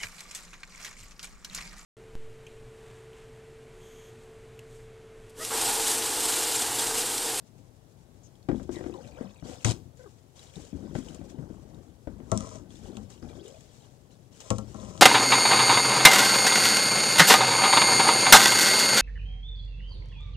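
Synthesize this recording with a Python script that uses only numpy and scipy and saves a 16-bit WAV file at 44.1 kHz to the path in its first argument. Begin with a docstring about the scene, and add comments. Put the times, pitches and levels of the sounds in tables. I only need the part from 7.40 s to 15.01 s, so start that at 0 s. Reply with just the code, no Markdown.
"""An aluminium canoe is paddled slowly over calm floodwater, heard from the paddler's seat.
From 1 s water slaps the hull and the blade churns and drips, amid short, hissy swishes.
At 2.2 s the shaft scrapes the gunwale and the hull shudders; a wet squeak follows. More strokes
come from 3 s. Near 5 s and again at 7 s the shaft slides and knocks on the gunwale, which sets
the hull ringing. A faint outdoor rumble and an even hiss lie under it all."""
import sys
import numpy as np
from scipy import signal
from scipy.fft import rfft, irfft, next_fast_len
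from scipy.io import wavfile
from scipy.ndimage import uniform_filter1d

SR = 44100
rng = np.random.default_rng(int(sys.argv[2]) if len(sys.argv) > 2 else 0)


def int16_out(signal):
    """Quantize to a 16-bit WAV file."""
    q = np.round(np.clip(np.atleast_2d(signal).T, -1, 1) * 32767)
    wavfile.write(sys.argv[1], SR, q.astype(np.int16))


N = 335601
TIME_S = np.arange(N) / SR
AGE_S = TIME_S[:SR // 2]  # time axis of one short event


# freq_hz, gain_db
SMACK_SPECTRUM = [(150, 28), (300, 12), (500, 26.5), (750, 18), (1100, 8), (1700, 6), (2600, -7),
                  (7500, -18.5), (11000, -40)]
# start_s, hollow_db, pitch_hz, boom_db, smack_db
SLAPS = [(1.086, -18.5, 306, -34, -34), (1.097, -16, 311, -34, -51), (1.113, -46, 243, -34, -38),
         (1.127, -21.5, 282, -29, -51), (1.142, -32, 283, -34.5, -48), (1.196, -51, 417, -48, -48),
         (1.291, -23, 350, -33, -45.5), (1.365, -29.5, 318, -63, -46.5), (1.406, -29.5, 327, -53, -44),
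         (1.438, -35, 316, -64, -48), (1.461, -27, 296, -58, -44), (1.495, -31.5, 348, -43, -51),
         (1.807, -26, 241, -61, -42), (2.023, -36.5, 161, -42, -51.5), (2.057, -44, 536, -49, -53),
         (2.093, -39, 278, -46, -46), (3.163, -34, 180, -42.5, -61), (3.328, -28.5, 267, -34.5, -57),
         (3.442, -33, 209, -40.5, -63), (3.55, -28.5, 270, -30.5, -34.5), (3.583, -26, 268, -46, -49),
         (3.812, -37.5, 270, -43, -49), (3.985, -28, 146, -39.5, -53), (4.023, -32, 142, -45.5, -55),
         (4.099, -38, 193, -38.5, -53.5), (4.671, -31.5, 276, -38, -37.5), (4.8, -41, 277, -59, -54),
         (5.825, -44, 300, -38, -50)]

def slaps(hollow_t60_cycles=11.3):
    """Water hits the hull: trapped air rings hollow, the bottom booms, the pocket smacks shut."""
    out = np.zeros(N)
    boom_spectrum = [(30, -3.5), (70, -1), (150, -10), (260, 3), (500, -18), (1500, -75)]
    for start_s, hollow_db, hz, boom_db, smack_db in SLAPS:
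        phase = 2 * np.pi * hz * AGE_S
        hollow = np.sin(phase) * fade(hollow_t60_cycles / hz) * np.minimum(AGE_S / 0.0037, 1)
        overtone = np.sin(2.53 * phase) * fade(0.0057) * np.minimum(AGE_S / 0.0051, 1)
        boom = colour(burst(0.22), boom_spectrum)
        smack = colour(burst(0.024) + undb(-8) * burst(0.1), SMACK_SPECTRUM)
        add(out, start_s, peak(hollow, hollow_db))
        add(out, start_s + 0.001, peak(boom, boom_db + 4.5) + peak(overtone, hollow_db - 22))
        add(out, start_s + 0.00156, peak(smack, smack_db + 13))
    return out


# freq_hz, level_db
HULL_MODES = [(62, -6.5), (83, -3.5), (112, 1.5), (183, -5), (211, -0.5), (258, -4), (307, -7.5), (366, -6),
              (445, -1), (497, -11), (535, 4), (635, -4), (672, -4.5), (755, -5.5), (803, -5), (930, -5),
              (1020, -4.5), (1098, -1), (1220, -5), (1338, -2), (1440, -48)]

def hull_modes(scatter_db, lowest_t60_s=0.42, damping_slope=0.45):
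    """One ring per hull mode, shorter the higher it is; each blow shares its energy differently."""
    modes = []
    for k, (hz, db) in enumerate(HULL_MODES):
        gain = undb(db + scatter_db * rng.standard_normal()) * (-1) ** k
        detuned_hz = hz * (1 + 0.0028 * rng.standard_normal())
        t60_s = lowest_t60_s * (HULL_MODES[0][0] / hz) ** damping_slope
        modes.append(gain * np.sin(2 * np.pi * detuned_hz * AGE_S) * fade(t60_s))
    return np.array(modes)


# bright ring of the shaft: freq_hz, gain_db
SHAFT_SPECTRUM = [(1000, -12), (1900, -13), (2900, -8), (4300, -11), (5200, -11), (5800, 0), (6600, 2),
                  (7800, -1), (9000, -7), (10500, -21), (12500, -31), (15000, -42)]
# dry, hard contact: freq_hz, gain_db
CRACK_SPECTRUM = [(300, -8), (900, -7), (1300, 1), (2000, -0.5), (3200, -1.5), (4200, -5), (6000, -7.5),
                  (10000, -23), (15000, -40)]
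# start_s, click_db, crack_db, boom_db, boom_hz, clang_db, clang_hz
KNOCKS = [(4.9166, -17, -28, -17, 193.3, -18.5, 651), (4.956, -55, -54, -21.5, 201, -50, 650),
          (4.9752, -20, -41, -47, 112, -52, 640), (5.006, -29.5, -43, -38, 258, -37.5, 1177),
          (5.5695, -38, -34, -33, 209, -43.5, 790), (7.1040, -13.5, -24, -16.5, 167, -19.5, 495),
          (7.1837, -29, -42, -29.5, 211, -34, 590), (7.344, -40, -57, -32.5, 196, -39, 595),
          (7.43, -52, -54, -35, 211, -40, 517), (7.577, -34, -36.5, -44, 114, -58, 635)]

def knocks():
    """The shaft clicks on the gunwale; the hull booms and the panels near the blow clang."""
    out = np.zeros(N)
    mode_hz = np.array(HULL_MODES)[:, 0]
    is_panel = mode_hz > 400
    rattle_spectrum = [(60, -12), (250, -8), (700, -3), (1250, -5), (1800, -17), (5000, -34),
                       (14000, -64)]
    for start_s, click_db, crack_db, boom_db, boom_hz, clang_db, clang_hz in KNOCKS:
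        modes = hull_modes(scatter_db=2.3)
        # the place of the blow favours the modes near boom_hz and clang_hz
        centre_hz = np.where(is_panel, clang_hz, boom_hz)
        weights = 1 + 3.9 * np.exp(-(np.log(mode_hz / centre_hz) / 0.047) ** 2)
        boom = peak((~is_panel * weights) @ modes, boom_db)
        clang = peak((is_panel * weights) @ modes, clang_db)
        rattle = peak(colour(burst(0.08), rattle_spectrum), clang_db - 7)
        click = peak(colour(burst(0.0091) + undb(-22.5) * burst(0.1), SHAFT_SPECTRUM), click_db)
        crack = peak(colour(burst(0.0061), CRACK_SPECTRUM), crack_db)
        add(out, start_s, boom + clang + rattle + click + crack)
    return out


# freq_hz, gain_db
RASP_SPECTRUM = [(40, -7), (75, 25.5), (200, 10), (350, 14.5), (470, 3), (600, 7.5), (780, 5), (950, 2.5),
                 (1400, -5), (2000, -10), (2900, -3.5), (4500, -3), (7700, -1.5), (9500, -9), (11500, -24),
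                 (15000, -44)]

def scrape(start_s, length_s, judder_hz=111.3):
    """The shaft catches with a crack, drags while shaking a low hull mode, then rattles briefly."""
    grit = rng.standard_normal(N)
    crack = unit(unit(colour(grit, CRACK_SPECTRUM)) + undb(2) * unit(colour(grit, SHAFT_SPECTRUM)))
    catch = crack * undb(-24.5) * swell(start_s, 0.0033, attack_s=0.0003, t60_s=0.022)
    drag_gain = undb(-31) * swell(start_s, length_s, attack_s=0.0083, t60_s=0.022)
    rattle_gain = undb(-40.5) * swell(start_s, length_s, attack_s=0.00078, t60_s=0.24)
    judder = np.sin(2 * np.pi * judder_hz * (TIME_S - start_s))
    friction = unit(colour(crackle(20000, 0.36), RASP_SPECTRUM))
    rasp = friction * (drag_gain + rattle_gain) * (1 + 0.4 * judder)
    thump = judder * undb(-20.5) * swell(start_s, 0.038, attack_s=0.0062, t60_s=0.15)
    return catch + rasp + thump


def shudder(start_s, length_s):
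    """The whole hull rumbles with the scrape and for a moment after."""
    rumble = noise([(30, -13), (80, 6.5), (130, 7.5), (200, -5), (320, -1), (500, -15), (1200, -46.5)])
    return rumble * undb(-36.5) * swell(start_s, length_s, attack_s=0.0085, t60_s=0.58)


# shaft rubbing on the gunwale: freq_hz, gain_db
RUB_SPECTRUM = [(500, -8), (1100, -11), (1900, -6), (3200, -6), (4700, -6.5), (5800, 1.5), (7400, 1),
                (9000, -7), (10500, -19), (15000, -42)]
# start_s, length_s, hull_db, rub_db
SLIDES = [(4.87, 0.29, -45, -53.5), (6.98, 0.18, -52.5, -55.5), (7.31, 0.36, -48.5, -58)]

def slides():
    """The shaft sticks and slips along the gunwale; its pressure damps the ring that the bumps excite."""
    hull_gain, rub_gain = gestures(SLIDES, attack_s=0.09, t60_s=0.22)
    bumps = colour(crackle(400, 2.5), [(120, 4), (300, -7), (700, -1), (1400, -8.5)])
    damped_ring = hull_modes(scatter_db=3.5).sum(axis=0) * fade(0.12)
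    hull = unit(signal.fftconvolve(bumps, damped_ring)[:N])
    rub = unit(colour(crackle(4400, 3.5), RUB_SPECTRUM)) * undb(0.66 * walk(30))
    return hull_gain * hull + rub_gain * rub


def squeak(start_s=2.59, length_s=0.087, pitch_hz=528, droop_hz=150):
    """Wet stick-slip: the pitch droops as the grip fails; overtones flare at grip and release."""
    progress = np.clip((TIME_S - start_s) / length_s, 0, 1)
    hz = (pitch_hz - droop_hz * progress ** 4) * (1 + 0.07 * walk(500))
    phase = 2 * np.pi * np.cumsum(hz) / SR
    grip_db = -5 * np.sin(np.pi * progress) ** 2 + 2 * walk(150)
    force = swell(start_s, length_s, attack_s=0.0048, t60_s=0.04) * undb(grip_db)
    overtones = sum(undb(db) * np.sin(k * phase) for k, db in [(2, -17), (3, -12), (4, -21)])
    return undb(-47) * (force * np.sin(phase) + force ** 2 * overtones)


# blade pulled through the water: start_s, length_s, slosh_db, churn_db, spray_db
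PULLS = [(1.10, 0.12, -40, -56.5, -62.5), (1.3, 0.44, -48.5, -53, -62.5), (1.755, 0.079, -49, -47.5, -63),
         (2.03, .1, -45, -52, -57), (3.15, 0.045, -42.5, -56, -56.5), (3.33, 1.14, -42.5, -54, -65),
         (4.68, 1.1, -46, -59.5, -74), (5.42, 0.19, -44.5, -56, -59.5), (5.81, 0.16, -47, -53.5, -62.5),
         (7.19, 0.53, -45.5, -58.5, -60)]
# short, smooth, hissy swishes: start_s, length_s, level_db
SWISHES = [(.81, 0.069, -72), (1.305, 0.043, -53), (2.04, 0.2, -53), (2.56, 0.17, -66), (2.95, .32, -56),
           (3.54, 0.2, -53.5), (3.885, 0.022, -60), (5.29, 0.13, -61), (5.69, 0.057, -56.5),
           (6.03, 0.35, -58), (6.39, 0.072, -59), (6.7, 0.025, -61), (6.91, 0.15, -60), (6.995, .03, -53.5)]

def paddling(calm_slosh_db=-60.5, calm_churn_db=-72.5, calm_spray_db=-73.5):
    """Gain curves of slosh, churn and spray: pulls and swishes rise above a calm floor."""
    pull_slosh, pull_churn, pull_spray = gestures(PULLS, attack_s=0.024, t60_s=0.47, sag_db_per_s=7)
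    swish, = gestures(SWISHES, attack_s=0.015, t60_s=0.38, sag_db_per_s=19.5)
    slosh_gain = np.hypot(pull_slosh, undb(calm_slosh_db))
    churn_gain = np.hypot(np.hypot(pull_churn, undb(-5) * swish), undb(calm_churn_db))
    spray_gain = np.hypot(np.hypot(pull_spray, swish), undb(calm_spray_db))
    return slosh_gain, churn_gain, spray_gain


# freq_hz, gain_db
SLOSH_SPECTRUM = [(30, -4.5), (60, -7), (110, -4), (190, -1), (290, 2.5), (400, -1), (600, -23.5),
                  (1200, -46)]
# freq_hz, gain_db
CHURN_SPECTRUM = [(250, -11), (500, 0), (750, -3.5), (1100, -9.5), (1700, -10.5), (2600, -25), (5000, -43)]

def water(slosh_gain, churn_gain):
    """Big bubbles slosh at the hull; smaller ones churn at the blade."""
    big = bubbles(rate_per_s=260, low_hz=48.4, high_hz=642, cycles=7.6, spread_db=0)
    slosh = colour(big + undb(-6) * rng.standard_normal(N), SLOSH_SPECTRUM)
    small = bubbles(rate_per_s=400, low_hz=405, high_hz=2360, cycles=23.3, spread_db=2)
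    churn = colour(small + undb(2) * crackle(2300, 0.83), CHURN_SPECTRUM)
    return unit(slosh) * slosh_gain + unit(churn) * churn_gain


# start_s, length_s, first_hz, last_hz, level_db
EDDIES = [(0.834, 0.041, 6600, 6200, -58.5), (1.298, 0.26, 336, 354, -44.5),
          (1.345, 0.052, 2140, 1770, -51), (1.536, 0.059, 1030, 760, -51.5), (1.555, 0.061, 570, 486, -46),
          (1.653, 0.053, 540, 665, -52), (1.839, 0.0383, 210, 195, -42.5), (2.114, 0.05, 727, 675, -51),
          (5.976, .08, 336, 377, -46), (6.051, 0.13, 430, 660, -51)]

def eddies():
    """Strings of bubbles behind the blade; their pitch follows the closing whirl."""
    out = np.zeros(N)
    for start_s, length_s, first_hz, last_hz, db in EDDIES:
        rate_per_s = max(70, first_hz / 12)
        count = max(int(length_s * rate_per_s), 2)
        for k, (lag, detune, scatter_db) in enumerate(rng.standard_normal((count, 3))):
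            progress = (k + 0.194 * lag) / count
            hz = (first_hz + (last_hz - first_hz) * progress) * (1 + 0.025 * detune)
            ring = bubble(hz, cycles=23, rise=0.0086)
            add(out, start_s + progress * length_s, undb(db + 8.5 + scatter_db) * ring)
    return out


# freq_hz, gain_db
SPRAY_SPECTRUM = [(900, -1), (1800, -1.5), (3200, 0.5), (4700, 1), (7300, 6.5), (8800, 0), (10500, -8),
                  (15000, -23)]

def spray(gain):
    """Fine droplets patter over the surface, differently in each channel."""
    patter = np.array([unit(colour(crackle(7000, 3.1), SPRAY_SPECTRUM)) for _ in range(2)])
    left, right = patter * gain * undb(2.5 * walk(45))
    return np.array([undb(1) * left, undb(8) * colour(right, RIGHT_RESPONSE)])


# start_s, level_db, pitch_hz
DRIPS = [(0.954, -54, 3260), (1.028, -52, 4340), (1.1588, -49, 3320), (1.23, -42, 7350),
         (1.3586, -38, 3820), (1.5394, -44.5, 3800), (1.675, -44.5, 4050), (2.5725, -49, 6840),
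         (2.9933, -40, 3880), (3.157, -38, 3700), (3.2507, -41.5, 7040), (3.6855, -39, 2980),
         (3.746, -37, 7160), (4.345, -50.5, 3700), (5.3055, -45.5, 3350), (5.3557, -47, 3520),
         (5.7023, -41, 6750), (6.059, -44.5, 3540), (6.0807, -38.5, 7800), (6.2073, -42.5, 7650),
         (7.0037, -31.5, 6260), (7.4005, -43, 3570)]

def drips():
    """Each big drop ticks on the surface and leaves a tiny ringing bubble."""
    out = np.zeros(N)
    for start_s, db, hz in DRIPS:
        add(out, start_s, peak(bubble(hz, cycles=38, rise=0.04), db - 4))
        add(out, start_s, peak(colour(burst(0.046), SPRAY_SPECTRUM), db - 6.5))
    return out


# start_s, length_s, level_db
TRICKLES = [(1.38, 0.87, -67.5), (3.05, 0.78, -72), (5.25, 0.54, -78), (5.75, .36, -65), (7.3, 0.38, -74.5)]

def trickles():
    """Small drops run off the lifted blade, each plinking at its own pitch."""
    gain, = gestures(TRICKLES, attack_s=0.058, t60_s=0.27, sag_db_per_s=-1)
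    return gain * bubbles(rate_per_s=220, low_hz=2200, high_hz=8400, cycles=52, spread_db=2.4, rise=0.07)


def fizz(spray_gain):
    """Tiny bubbles ring where the spray lands."""
    swarm = bubbles(rate_per_s=520, low_hz=2800, high_hz=8800, cycles=55, spread_db=3, rise=0.08)
    return undb(-8.5) * spray_gain * swarm


# freq_hz, gain_db
AIR_SPECTRUM = [(25, -14), (60, -10), (125, -1.5), (200, -13.5), (450, -18), (800, -23), (1600, -46),
                (4000, -78)]

def outdoor_air():
    """A faint, slightly wavering rumble."""
    return noise(AIR_SPECTRUM) * undb(-57 + 0.71 * walk(7))


# freq_hz, gain_db
HISS_SPECTRUM = [(300, 3.5), (1000, 5.5), (2000, 0.5), (7500, -2.5), (10000, -3), (15500, -8.5)]

def hiss():
    """Even hiss, independent in each channel."""
    return undb(-69.5) * np.array([noise(HISS_SPECTRUM) for _ in range(2)])


# freq_hz, gain_db
RIGHT_RESPONSE = [(200, -15.5), (400, -15.5), (700, -13), (1200, -11), (2300, -9), (4400, -15),
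                  (5700, -9.5), (8000, -22), (10500, -14.5), (14000, -4.5)]
# delay_s, gain_db
HULL_REFLECTIONS = [(.0013, -25), (.0031, -23), (.0058, -9)]

def stereo(x, left_delay_samples=11):
    """The right side is earlier and thinner, with treble reflected and scattered by the hull sides."""
    bright = colour(x, [(200, -6), (500, -13.5), (1500, 5.5), (9000, 6.5)])
    reflected = sum(undb(db) * np.interp(TIME_S - delay_s, TIME_S, bright, left=0)
                    for delay_s, db in HULL_REFLECTIONS)
    tail = burst(0.08)
    scattered = undb(-3) * signal.fftconvolve(bright, tail / np.linalg.norm(tail))[:N]
    left = np.pad(x, (left_delay_samples, 0))[:N]
    right = shade(x + reflected + scattered, RIGHT_RESPONSE)
    return undb(4) * np.array([left, right])


def bubble(hz, cycles, rise):
    """An air pocket rings; its pitch climbs by the fraction `rise` as it nears the surface."""
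    life = np.arange(int(cycles / hz * SR) + 2) * hz / SR / cycles
    phase = 2 * np.pi * cycles * life * (1 + rise * life / 2)
    return np.sin(phase) * np.exp(-np.log(300) * life) * (1 - np.exp(-2 * cycles * life))


def bubbles(rate_per_s, low_hz, high_hz, cycles, spread_db, rise=0.23):
    """A steady swarm of bubbles of all sizes, rms 1."""
    out = np.zeros(N)
    for when, pitch, strength, polarity in rng.random((int(rate_per_s * N / SR), 4)):
        hz = low_hz * (high_hz / low_hz) ** pitch
        gain = np.sign(polarity - 0.5) * undb(-spread_db * np.log(strength + 0.037))
        add(out, when * N / SR, gain * bubble(hz, cycles, rise))
    return unit(out)


def crackle(rate_per_s, spread_db):
    """Dense clicks of unequal size, rms 1."""
    sizes = undb(spread_db * np.minimum(rng.exponential(size=N), 5))
    return unit((rng.random(N) < rate_per_s / SR) * sizes * rng.choice([-1, 1], N))


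def noise(spectrum):
    """Steady coloured noise, rms 1."""
    return unit(colour(rng.standard_normal(N), spectrum))


def burst(t60_s):
    """Decaying white noise."""
    return rng.standard_normal(len(AGE_S)) * fade(t60_s)


def walk(rate_hz):
    """Smooth random drift, rms 1."""
    step = int(SR / rate_hz)
    return unit(uniform_filter1d(np.repeat(rng.standard_normal(N // step + 1), step), step)[:N])


def fade(t60_s):
    """Exponential decay."""
    return np.exp(-np.log(1000) * AGE_S / t60_s)


def swell(start_s, length_s, attack_s, t60_s, sag_db_per_s=0):
    """Gain of one gesture: rise, sagging hold, decay."""
    age_s = np.maximum(TIME_S - start_s, 0)
    release = np.exp(-np.log(1000) * np.maximum(age_s - length_s, 0) / t60_s)
    return np.minimum(age_s / attack_s, 1) * undb(-sag_db_per_s * age_s) * release


def gestures(table, attack_s, t60_s, sag_db_per_s=0):
    """One gain curve per level column; overlaps add in power."""
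    power = sum(np.outer(undb(levels_db), swell(start_s, length_s, attack_s, t60_s, sag_db_per_s)) ** 2
                for start_s, length_s, *levels_db in table)
    return np.sqrt(power)


def bin_gains(spectrum, size):
    """FFT bin gains through (freq_hz, gain_db) points."""
    hz, db = np.transpose(spectrum)
    bin_hz = np.arange(size // 2 + 1) * SR / size
    return undb(np.interp(np.log(bin_hz + 1), np.log(hz), db))


def colour(x, spectrum, size=4096):
    """Minimum-phase filter."""
    cepstrum = irfft(np.log(bin_gains(spectrum, size)))
    cepstrum[1:size // 2] *= 2
    cepstrum[size // 2 + 1:] = 0
    return signal.fftconvolve(x, irfft(np.exp(rfft(cepstrum))))[:len(x)]


def shade(x, spectrum):
    """Zero-phase filter."""
    size = next_fast_len(N + 4096, True)
    return irfft(rfft(x, size) * bin_gains(spectrum, size), size)[:N]


def undb(db):
    """Decibels to gain."""
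    return 10 ** (np.asarray(db) / 20)


def unit(x):
    """Scale to rms 1."""
    return x / np.sqrt(np.mean(x ** 2))


def peak(x, db):
    """Scale to a peak level."""
    return x * undb(db) / np.abs(x).max()


def add(track, start_s, sound):
    """Mix a sound in at a time."""
    i = int(np.clip(start_s * SR, 0, N - 1))
    track[i:i + len(sound)] += sound[:N - i]


def scene():
    """Hull, paddle and water over outdoor rumble and hiss."""
    scrape_start_s, scrape_length_s = 2.2458, 0.072
    slosh_gain, churn_gain, spray_gain = paddling()
    air = outdoor_air()
    boat = slaps() + knocks() + slides()
    boat += scrape(scrape_start_s, scrape_length_s) + shudder(scrape_start_s, scrape_length_s) + squeak()
    flood = water(slosh_gain, churn_gain) + eddies() + fizz(spray_gain) + trickles() + drips()
    # churn beyond the far side of the hull, right channel only
    far_churn = np.array([np.zeros(N), undb(-10.5) * water(0, churn_gain)])
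    return hiss() + stereo(boat + flood + air) + far_churn + spray(spray_gain)


def record(dry, low_hz=36, top_hz=15750):
    """Cut the deepest rumble and the top treble."""
    thinned = signal.sosfilt(signal.butter(2, low_hz, "high", fs=SR, output="sos"), dry)
    return signal.sosfilt(signal.ellip(10, 0.2, 70, top_hz, fs=SR, output="sos"), thinned)


dry = scene()
out = record(dry)
int16_out(out)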